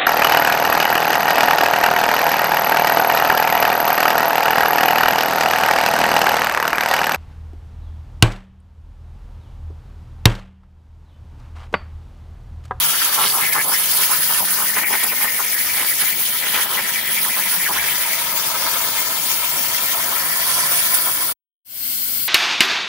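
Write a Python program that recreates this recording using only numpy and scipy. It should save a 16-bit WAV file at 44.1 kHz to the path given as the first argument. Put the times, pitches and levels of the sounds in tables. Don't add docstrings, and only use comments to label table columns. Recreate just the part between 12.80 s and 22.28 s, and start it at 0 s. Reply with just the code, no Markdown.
import sys
import numpy as np
from scipy import signal
from scipy.fft import rfft, irfft, next_fast_len
from scipy.io import wavfile
from scipy.ndimage import uniform_filter1d, map_coordinates

SR = 44100
rng = np.random.default_rng(int(sys.argv[2]) if len(sys.argv) > 2 else 0)


def put_to_file(sound):
    columns = np.atleast_2d(sound).T
    safe = np.clip(columns, -1, 1)
    whole_steps = np.round(safe * 32767)
    wavfile.write(sys.argv[1], SR, whole_steps.astype(np.int16))


N = 418068
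TIME = np.arange(N) / SR

# time in seconds, half length in
# seconds, pitch in Hz, glide in octaves per half length, level in dB before the pocket's or gulps' gain.
POCKET_SWELLS = [(.29, 0.047, 1300, -0.1, -30), (0.402, 0.064, 1130, 0.043, -22.5),
                 (0.566, .05, 1050, 0.056, -27.5), (0.784, 0.038, 1600, 0.52, -20),
                 (0.896, 0.064, 1000, .65, -31), (0.931, 0.019, 1304, 0.38, -23),
                 (1.216, .04, 1330, 0.6, -28.5), (1.317, 0.028, 1280, 0.43, -25),
                 (1.525, 0.032, 1250, 0.23, -27), (1.614, 0.036, 900, -0.55, -30.5),
                 (1.816, .045, 1220, -0.2, -28), (2.604, .016, 1300, -0.12, -25.5),
                 (3.787, 0.027, 1460, -0.047, -22), (3.903, 0.076, 1300, 0.047, -28.5),
                 (4.472, 0.024, 1150, -0.3, -30), (4.582, .018, 1250, 0, -27.5),
                 (4.741, 0.036, 1650, 0, -32), (4.906, 0.022, 960, -0.024, -23),
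                 (4.956, 0.024, 1520, -0.22, -25.5), (7.308, .04, 1400, -.2, -31),
                 (7.75, .04, 1420, -.15, -40), (8.281, 0.029, 1220, -.2, -34)]


def amp(db):
    return 10 ** (np.asarray(db) / 20)


def unit(x):
    return x / np.sqrt(np.mean(x ** 2) + 1e-20)


def along(points, hz):
    f, v = np.transpose(points)
    return np.interp(np.log(hz + 1), np.log(f + 1), v)


def curves(rows):
    s, *cols = np.transpose(rows)
    return [np.interp(TIME, s, c) for c in cols]


def wobble(rate):
    knots = rng.standard_normal(int(N * rate / SR) + 4)
    steps = np.arange(10 * len(knots)) / 10
    return np.interp(TIME * rate, steps, map_coordinates(knots, [steps]))


def bump(s, half_length, flatness=2):
    out = np.zeros(N)
    near = abs(TIME - s) < 4 * half_length
    out[near] = np.exp(-abs((TIME[near] - s) / half_length) ** flatness)
    return out


def bumps(rows):
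    return sum(db * bump(s, half_length) for s, half_length, db in rows)


def filtered(x, response):
    m = next_fast_len(N + 8192)
    spectrum = rfft(x, m) * response(np.fft.rfftfreq(m, 1 / SR))
    return irfft(spectrum, m)[..., :N]


def resonance(hz, centre, width):
    return 1j * hz * width / (centre ** 2 - hz ** 2 + 1j * hz * width)


def pan(lean_db):
    gains = np.vstack([amp(lean_db / 2), amp(-lean_db / 2)])
    return gains / np.sqrt(np.mean(gains ** 2, axis=0))


def turbulence(colour, patchy_db):
    # frequency in Hz, left-right likeness (1 is identical).
    likeness = [(30, 0.5), (150, 0.98), (700, 0.82), (1300, 0.72), (2100, 0.75), (3300, 0.071),
                (6000, 0.16), (9000, 0.23)]
    z = signal.stft(rng.standard_normal((2, N)), nperseg=256)[2]
    field = uniform_filter1d(rng.standard_normal(z.shape[1:]), size=7, axis=0)
    field = uniform_filter1d(field, size=10, axis=1)
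    pair = signal.istft(z * amp(patchy_db * unit(field)), nperseg=256)[1][:, :N]

    def mid_side_gains(hz):
        turn = np.arccos(np.clip(along(likeness, hz), -1, 1)) / 2
        return np.array([np.cos(turn), np.sin(turn)])

    mid, side = filtered(pair, mid_side_gains)
    return unit(filtered(np.array([mid + side, mid - side]), colour))


def rush(spectrum, patchy_db):
    return turbulence(lambda hz: amp(along(spectrum, hz)), patchy_db)


def among_steel(x, count=6, echo=0.18, reach_s=.005, drift=.04):
    # time in seconds, lag of the left side in milliseconds (negative leads).
    bearing = [(0, -0.029), (3.2, 0.018), (4.3, -0.012), (6, 0.11), (8.5, 0.18), (8.9, -0.39)]
    hz, t, z = signal.stft(x, SR, nperseg=1024)
    delayed = lambda s: np.exp(-2j * np.pi * hz[:, None] * s)
    paths = np.ones_like(z)
    for side in paths:
        for delay in reach_s * (np.arange(count) + 1 + rng.random(count)) / count:
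            sway = map_coordinates(rng.standard_normal(int(t[-1]) + 3), [t])
            side += echo * delayed(delay * (1 + drift * sway))
    lag = np.interp(t, *np.transpose(bearing)) / 1000
    paths *= np.array([delayed(lag / 2), delayed(-lag / 2)])
    paths /= np.sqrt(1 + count * echo ** 2)
    return signal.istft(z * paths, SR, nperseg=1024)[1][:, :N]


def hum(tones):
    total = 0
    for hz, db in tones:
        tone = np.sin(2 * np.pi * (hz * TIME + rng.random()))
        total = total + amp(db + 0.84 * wobble(4.4)) * tone
    return np.sqrt(2) * total


def idle():
    # frequency in Hz, relative level in dB per Hz.
    air_spectrum = [(24, -52), (70, -30), (110, -29), (150, -26.5), (240, -17), (450, -26.5), (680, -18.5),
                    (900, -21.5), (1500, -18), (2700, -17.5), (4400, -11), (7000, -18), (9000, -9),
                    (10800, -12.5), (13900, -2.5), (15800, -3.5)]
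    # frequency in Hz, level in dB.
    rest_tones = [(113, -55.5), (226, -64), (253, -64), (339, -63.5), (592, -62.5)]
    air_lean = [(1000, 0.92), (11000, 1.5), (14500, 12.5)]  # Hz, left over right in dB
    air = rush(air_spectrum, patchy_db=1.0) * amp(-17.0 + 0.61 * wobble(11))
    air = filtered(air, lambda hz: pan(along(air_lean, hz)))
    return among_steel(air, echo=0.22, reach_s=0.0019) + hum(rest_tones)


def thud(at=5.0, hz=62, db=-42, length=0.043):
    return amp(db) * np.exp(-((TIME - at) / length) ** 2) * np.sin(2 * np.pi * hz * TIME)


def motor(waver=0.013, flutter_db=4.5):
    # time in seconds, pitch in Hz before the waver, level in dB before the flutter.
    whine_path = [(0, 154.3, -48), (.5, 146, -56), (.92, 170, -51), (1.15, 150, -49), (1.4, 147.3, -55.5),
                  (1.65, 194, -48.5), (2.15, 208, -53), (2.7, 217.6, -57), (3.3, 223, -71),
                  (4.1, 215.2, -52), (4.6, 199, -51), (5.1, 155, -53), (5.5, 153.7, -62), (7, 150, -66.5),
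                  (8, 150.3, -48.5), (8.5, 152, -61)]
    hz, db = curves(whine_path)
    phase = 2 * np.pi * np.cumsum(hz * (1 + waver * wobble(25))) / SR
    return np.sqrt(2) * amp(db + flutter_db * wobble(19)) * np.sin(phase)


def hollow(outer_stretch=0.97, inner_stretch=1.03, flutter_db=1.0):
    # time in seconds, roar in dB
    roar_path = [(0, -35), (3.5, -42), (3.9, -34), (4.3, -39), (5.5, -30.5), (5.8, -28), (6.25, -29),
                 (6.6, -32), (7.2, -29.5), (7.7, -28.5), (8.5, -32.5)]
    # frequency in Hz before the stretch, width in Hz before the cube narrows
    # it, relative level in dB.
    gap_modes = [(555, 140, -13.5), (685, 74, -6.5), (988, 207, -1), (1327, 205, -3.5), (1677, 380, -10.5),
                 (2190, 207, -7), (4560, 900, -13)]
    # time in seconds, share of the way.
    inward_path = [(6.2, 0), (7.8, 0.81)]
    # time in seconds, half length in seconds, gain in dB.
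    surges = [(5.715, 0.012, 6.5), (5.875, 0.018, 6.5), (6.26, 0.037, -0.5), (7.6, 0.022, 3.5),
              (7.92, 0.019, 5.5)]
    # frequency in Hz, relative level in dB per Hz.
    rumble_spectrum = [(20, -47), (40, -39.5), (70, -7), (110, -7), (160, -2), (240, -4), (450, -3),
                       (800, -2), (1500, -24)]
    roar_db, = curves(roar_path)
    inwards, = curves(inward_path)
    eddies = turbulence(np.ones_like, patchy_db=2.5)

    def modes(hz):
        return sum(amp(db) * abs(resonance(hz, centre, width)) ** 3 for centre, width, db in gap_modes)

    def ringing(stretch):
        return unit(filtered(eddies, lambda hz: modes(hz / stretch)))

    roar = (1 - inwards) * ringing(outer_stretch) + inwards * ringing(inner_stretch)
    roar = roar * amp(flutter_db * wobble(45))
    rumble = rush(rumble_spectrum, patchy_db=1.5) * amp(-32.5 + 0.25 * roar_db + 0.5 * wobble(16))
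    return roar * amp(roar_db + bumps(surges)) * pan(lean_db=.5) + rumble


def pocket_state(flatness=4.1):
    # time in seconds, pitch in Hz, level in dB before the pocket's gain.
    calm_path = [(0, 1360, -30), (.2, 1560, -29), (.52, 1515, -34.5), (.66, 1930, -24), (.96, 2120, -24),
                 (1.01, 1700, -35.5), (1.3, 1640, -30.5), (1.7, 1590, -28), (1.98, 2030, -25.5),
                 (2.7, 2040, -28), (3.25, 2020, -27.5), (3.4, 2000, -33.5), (3.75, 1940, -27),
                 (5.3, 2020, -24.5), (5.6, 2056, -37.5), (6.8, 2110, -35), (7.55, 1890, -27.5),
                 (8.5, 1800, -34.5)]
    pitch_hz, level_db = curves(calm_path)
    for s, half_length, hz, glide, db in POCKET_SWELLS:
        full = bump(s, half_length, flatness)
        swollen_hz = hz * 2 ** (glide * np.clip((TIME - s) / half_length, -1, 1))
        pitch_hz = pitch_hz + full * (swollen_hz - pitch_hz)
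        level_db = level_db + full * (db - level_db)
    return pitch_hz, level_db


def pocket(pitch_hz, level_db, width_hz=620, steepness=2.2, wander=0.059, gain_db=-0.86):
    hz, t, z = signal.stft(turbulence(np.ones_like, patchy_db=3.0), SR, nperseg=256)
    centre = np.interp(t, TIME, pitch_hz * np.exp(wander * wobble(40)))
    detune = abs(hz[:, None] - centre) / (width_hz / 2)
    bass_loss = hz[:, None] / (hz[:, None] + centre)
    gain = bass_loss / np.hypot(1, detune ** steepness)
    gurgle = unit(signal.istft(z * gain, SR, nperseg=256)[1][:, :N])
    flutter_db = 1.1 * wobble(60) + 1.2 * wobble(220)
    return gurgle * amp(level_db + gain_db + flutter_db) * pan(lean_db=3.5)


def gulps(pocket_hz, count=70, scatter=0.17, cycles=9, rise=0.19, low_hz=170, largest_db=9,
          shed_share=1.1, shed_db=-2):
    # time in seconds, length in seconds, pitch in Hz around which the bubbles
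    # scatter, level in dB before the bass loss and the water table's colour.
    water_gulps = [(0.447, .05, 3500, -20), (0.629, 0.027, 2200, -21), (1.979, 0.026, 1820, -17.5),
                   (2.034, 0.02, 1790, -24), (2.118, 0.018, 1000, -25), (2.148, 0.026, 1520, -19.5),
                   (2.254, 0.028, 1310, -25), (2.327, 0.016, 1290, -25), (2.439, 0.04, 1420, -25.5),
                   (2.999, 0.043, 1940, -22), (3.227, 0.026, 1760, -24.5), (3.653, 0.028, 1750, -23.5),
                   (3.757, 0.026, 2650, -18), (3.907, 0.036, 3400, -31.5), (3.988, 0.038, 1800, -22.5),
                   (4.964, .02, 3000, -24), (5.044, 0.019, 2090, -25.5)]
    out, t = np.zeros((2, N + SR)), np.arange(1024) / SR
    shed = [(s, shed_share * half_length, pocket_hz, db + shed_db) for s, half_length, *_, db in POCKET_SWELLS]
    for s, length, hz, db in water_gulps + shed:
        when, tone, size, lean = rng.standard_normal((4, count, 1))
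        born = np.clip((s + length * when / 2) * SR, 0, N - 1).astype(int)
        turns = np.broadcast_to(hz, N)[born] * np.exp(scatter * tone) * t
        age = turns / cycles
        fading = amp(np.minimum(5.2 * size, largest_db) - 60 * age)
        bubbles = fading * np.sin(2 * np.pi * turns * (1 + rise * age))
        index = (born + np.arange(len(t))).ravel()
        sides = [bubbles * amp(sign * 2.2 * lean) for sign in (1, -1)]
        burst = np.array([np.bincount(index, side.ravel(), N + SR) for side in sides])
        out += amp(db) * burst * np.sqrt(2 * length * SR / np.sum(burst ** 2))
    return filtered(out[:, :N], lambda hz: (1j * hz / (1j * hz + low_hz)) ** 2)


def jet(pocket_hz, kerf_hz=3200, kerf_width_hz=1500, rim_lean=0.99, covered_lean=0.5,
        rim_stretch=0.99, covered_stretch=1.064, flare_hiss_share=0.42, choke_nozzle_share=0.18,
        hiss_gain_db=7.0, edge_gain_db=3.0, nozzle_gain_db=7.0):
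    # time in seconds, then, before the gains, level in dB
    drift_path = [(0.0, -28.5, -21, -25.5), (0.07, -29.5, -25.5, -25), (0.9, -33, -24.5, -25.5),
                  (1.14, -28.5, -22.5, -23), (2.18, -33.5, -27.5, -25.5), (3.17, -33, -27.5, -25.5),
                  (3.22, -31.5, -31, -23.5), (3.34, -34, -27, -24.5), (4.19, -33.5, -29, -28),
                  (4.38, -35, -25.5, -26), (5.75, -31, -32.5, -26), (6.98, -31.5, -30.5, -24.5),
                  (7.5, -33.5, -28, -24.5), (7.74, -28.5, -24.5, -26), (7.88, -31.5, -26.5, -25),
                  (7.93, -29.5, -24, -22.5), (8.5, -35, -27, -24.5)]
    # time in seconds, half length in seconds, gain in
    # dB, which the broad hiss follows in part.
    flares = [(0.255, 0.0088, 8), (0.485, .03, 4), (0.665, 0.017, 1.5), (1.03, .025, 4), (1.21, 0.0075, 3),
              (1.58, 0.023, 5), (2.24, 0.0074, 10), (2.435, 0.0095, 6), (2.98, 0.028, 4),
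              (3.21, 0.026, 9.5), (3.41, .012, 2), (4.44, 0.012, 3), (4.73, 0.023, 7), (8.15, 0.011, 7)]
    # time in seconds, half length in seconds, loss in dB
    chokes = [(0.71, 0.013, 6), (0.865, 0.027, -0.5), (1.4, 0.033, 3), (1.635, 0.018, 2),
              (1.925, .015, 5.5), (2.05, 0.017, 10), (3.36, 0.019, 5), (3.88, .02, 5.5),
              (4.235, 0.028, 5.5), (5.535, 0.02, 6.5)]
    # time in seconds, level in dB before the wobble.
    kerf_path = [(0, -25), (.45, -35.5), (.6, -72), (3.3, -37.5), (3.7, -26.5), (4, -32), (6, -37.5),
                 (8.5, -39)]
    # frequency in Hz (of the edge: before the stretch), relative level in dB per Hz.
    hiss_spectrum, edge_spectrum, sizzle_spectrum = [(500, -21), (1400, -5), (2600, -0.5), (3300, 1.5),
                                                     (4000, -1.5), (4700, 1.5), (6500, 0), (8000, -4),
                                                     (11000, -7), (16000, -14)], [(6000, -37), (8200, -12), (9400, -2),
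                                                                   (10600, 3), (12000, -1.5), (13500, -8),
                                                                   (16000, -17)], [(6000, -34), (9000, -15.5),
                                                                                 (12000, -9.5),
                                                                                 (14000, -3.5), (15500, 0),
                                                                                 (17000, -4)]
    # frequency in Hz, left over right in dB before its share.
    lean_curve = [(1000, -2.5), (3000, 0.5), (4800, 4.5), (5400, 7), (7200, 9.5), (9000, -4.5)]
    hiss_db, edge_db, nozzle_db = curves(drift_path)
    flare_db, smother_db = bumps(flares), bumps(chokes)
    hiss_db = hiss_db + flare_hiss_share * flare_db - smother_db
    edge_db = edge_db + flare_db - smother_db
    nozzle_db = nozzle_db - choke_nozzle_share * smother_db
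    kerf_db, = curves(kerf_path)

    covered = np.interp(TIME, [4.6, 5.7], [0, 1])
    blend = lambda near_rim, inside: (1 - covered) * near_rim + covered * inside
    unrest = blend(0.79, 0.6)
    sputter_db = unrest * (1.2 * wobble(35) + 0.77 * wobble(170)) + 0.95 * wobble(1500)

    hiss = rush(hiss_spectrum, patchy_db=2.0)
    leaning = lambda share: filtered(hiss, lambda hz: pan(share * along(lean_curve, hz)))
    broad = blend(leaning(rim_lean), leaning(covered_lean))
    broad = broad * amp(hiss_db + hiss_gain_db + 0.4 * unrest * wobble(28))

    eddies = turbulence(np.ones_like, patchy_db=2.0)
    shrill = lambda stretch: unit(filtered(eddies, lambda hz: amp(along(edge_spectrum, hz * stretch))))
    edge = blend(shrill(rim_stretch), shrill(covered_stretch)) * pan(lean_db=-11.0)
    edge = edge * amp(edge_db + edge_gain_db + 1.5 * unrest * wobble(45))

    sizzle = rush(sizzle_spectrum, patchy_db=1.7) * pan(lean_db=19.5)
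    sizzle = sizzle * amp(nozzle_db + nozzle_gain_db + 0.49 * unrest * wobble(32))

    kerf = turbulence(lambda hz: resonance(hz, kerf_hz, kerf_width_hz) ** 2, patchy_db=3.0)
    kerf = kerf * amp(kerf_db + wobble(40))
    swallow_db = np.interp(pocket_hz, [850, 1100], [-4, 0])
    return ((broad + kerf) * amp(swallow_db) + edge + sizzle) * amp(sputter_db)


def scene(cut_end_s=8.525, air_start_s=8.847):
    # frequency in Hz, gain in dB.
    table_colour = [(500, 1.5), (690, -1.5), (850, 3.5), (1000, 0.5), (1170, 0), (1330, -2), (1530, -4),
                    (1750, 1), (2150, 0), (2500, -1.5), (3000, 0)]
    # frequency in Hz, level in dB.
    cutting_tones = [(103, -59), (152, -59.5), (205, -56.5), (307, -61)]
    cutting = (1 - np.tanh((TIME - cut_end_s) / .004)) / 2
    resting = np.clip((TIME - air_start_s) / 0.27, 0, 1)
    pocket_hz, pocket_db = pocket_state()
    water = pocket(pocket_hz, pocket_db) + gulps(pocket_hz)
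    water = filtered(water, lambda hz: amp(along(table_colour, hz)))
    torch = among_steel(jet(pocket_hz) + water)
    machine = hollow() + motor() + hum(cutting_tones) + thud()
    return cutting * (torch + machine) + resting * idle()


def record(dry, low_hz=45, top_hz=15760):
    width = np.sqrt(2) * low_hz
    thin = filtered(dry, lambda hz: 1j * hz * resonance(hz, low_hz, width) / width)
    return filtered(thin, lambda hz: np.clip((top_hz - hz) / 80 + .5, 0, 1))


dry = scene()
out = record(dry)
put_to_file(out)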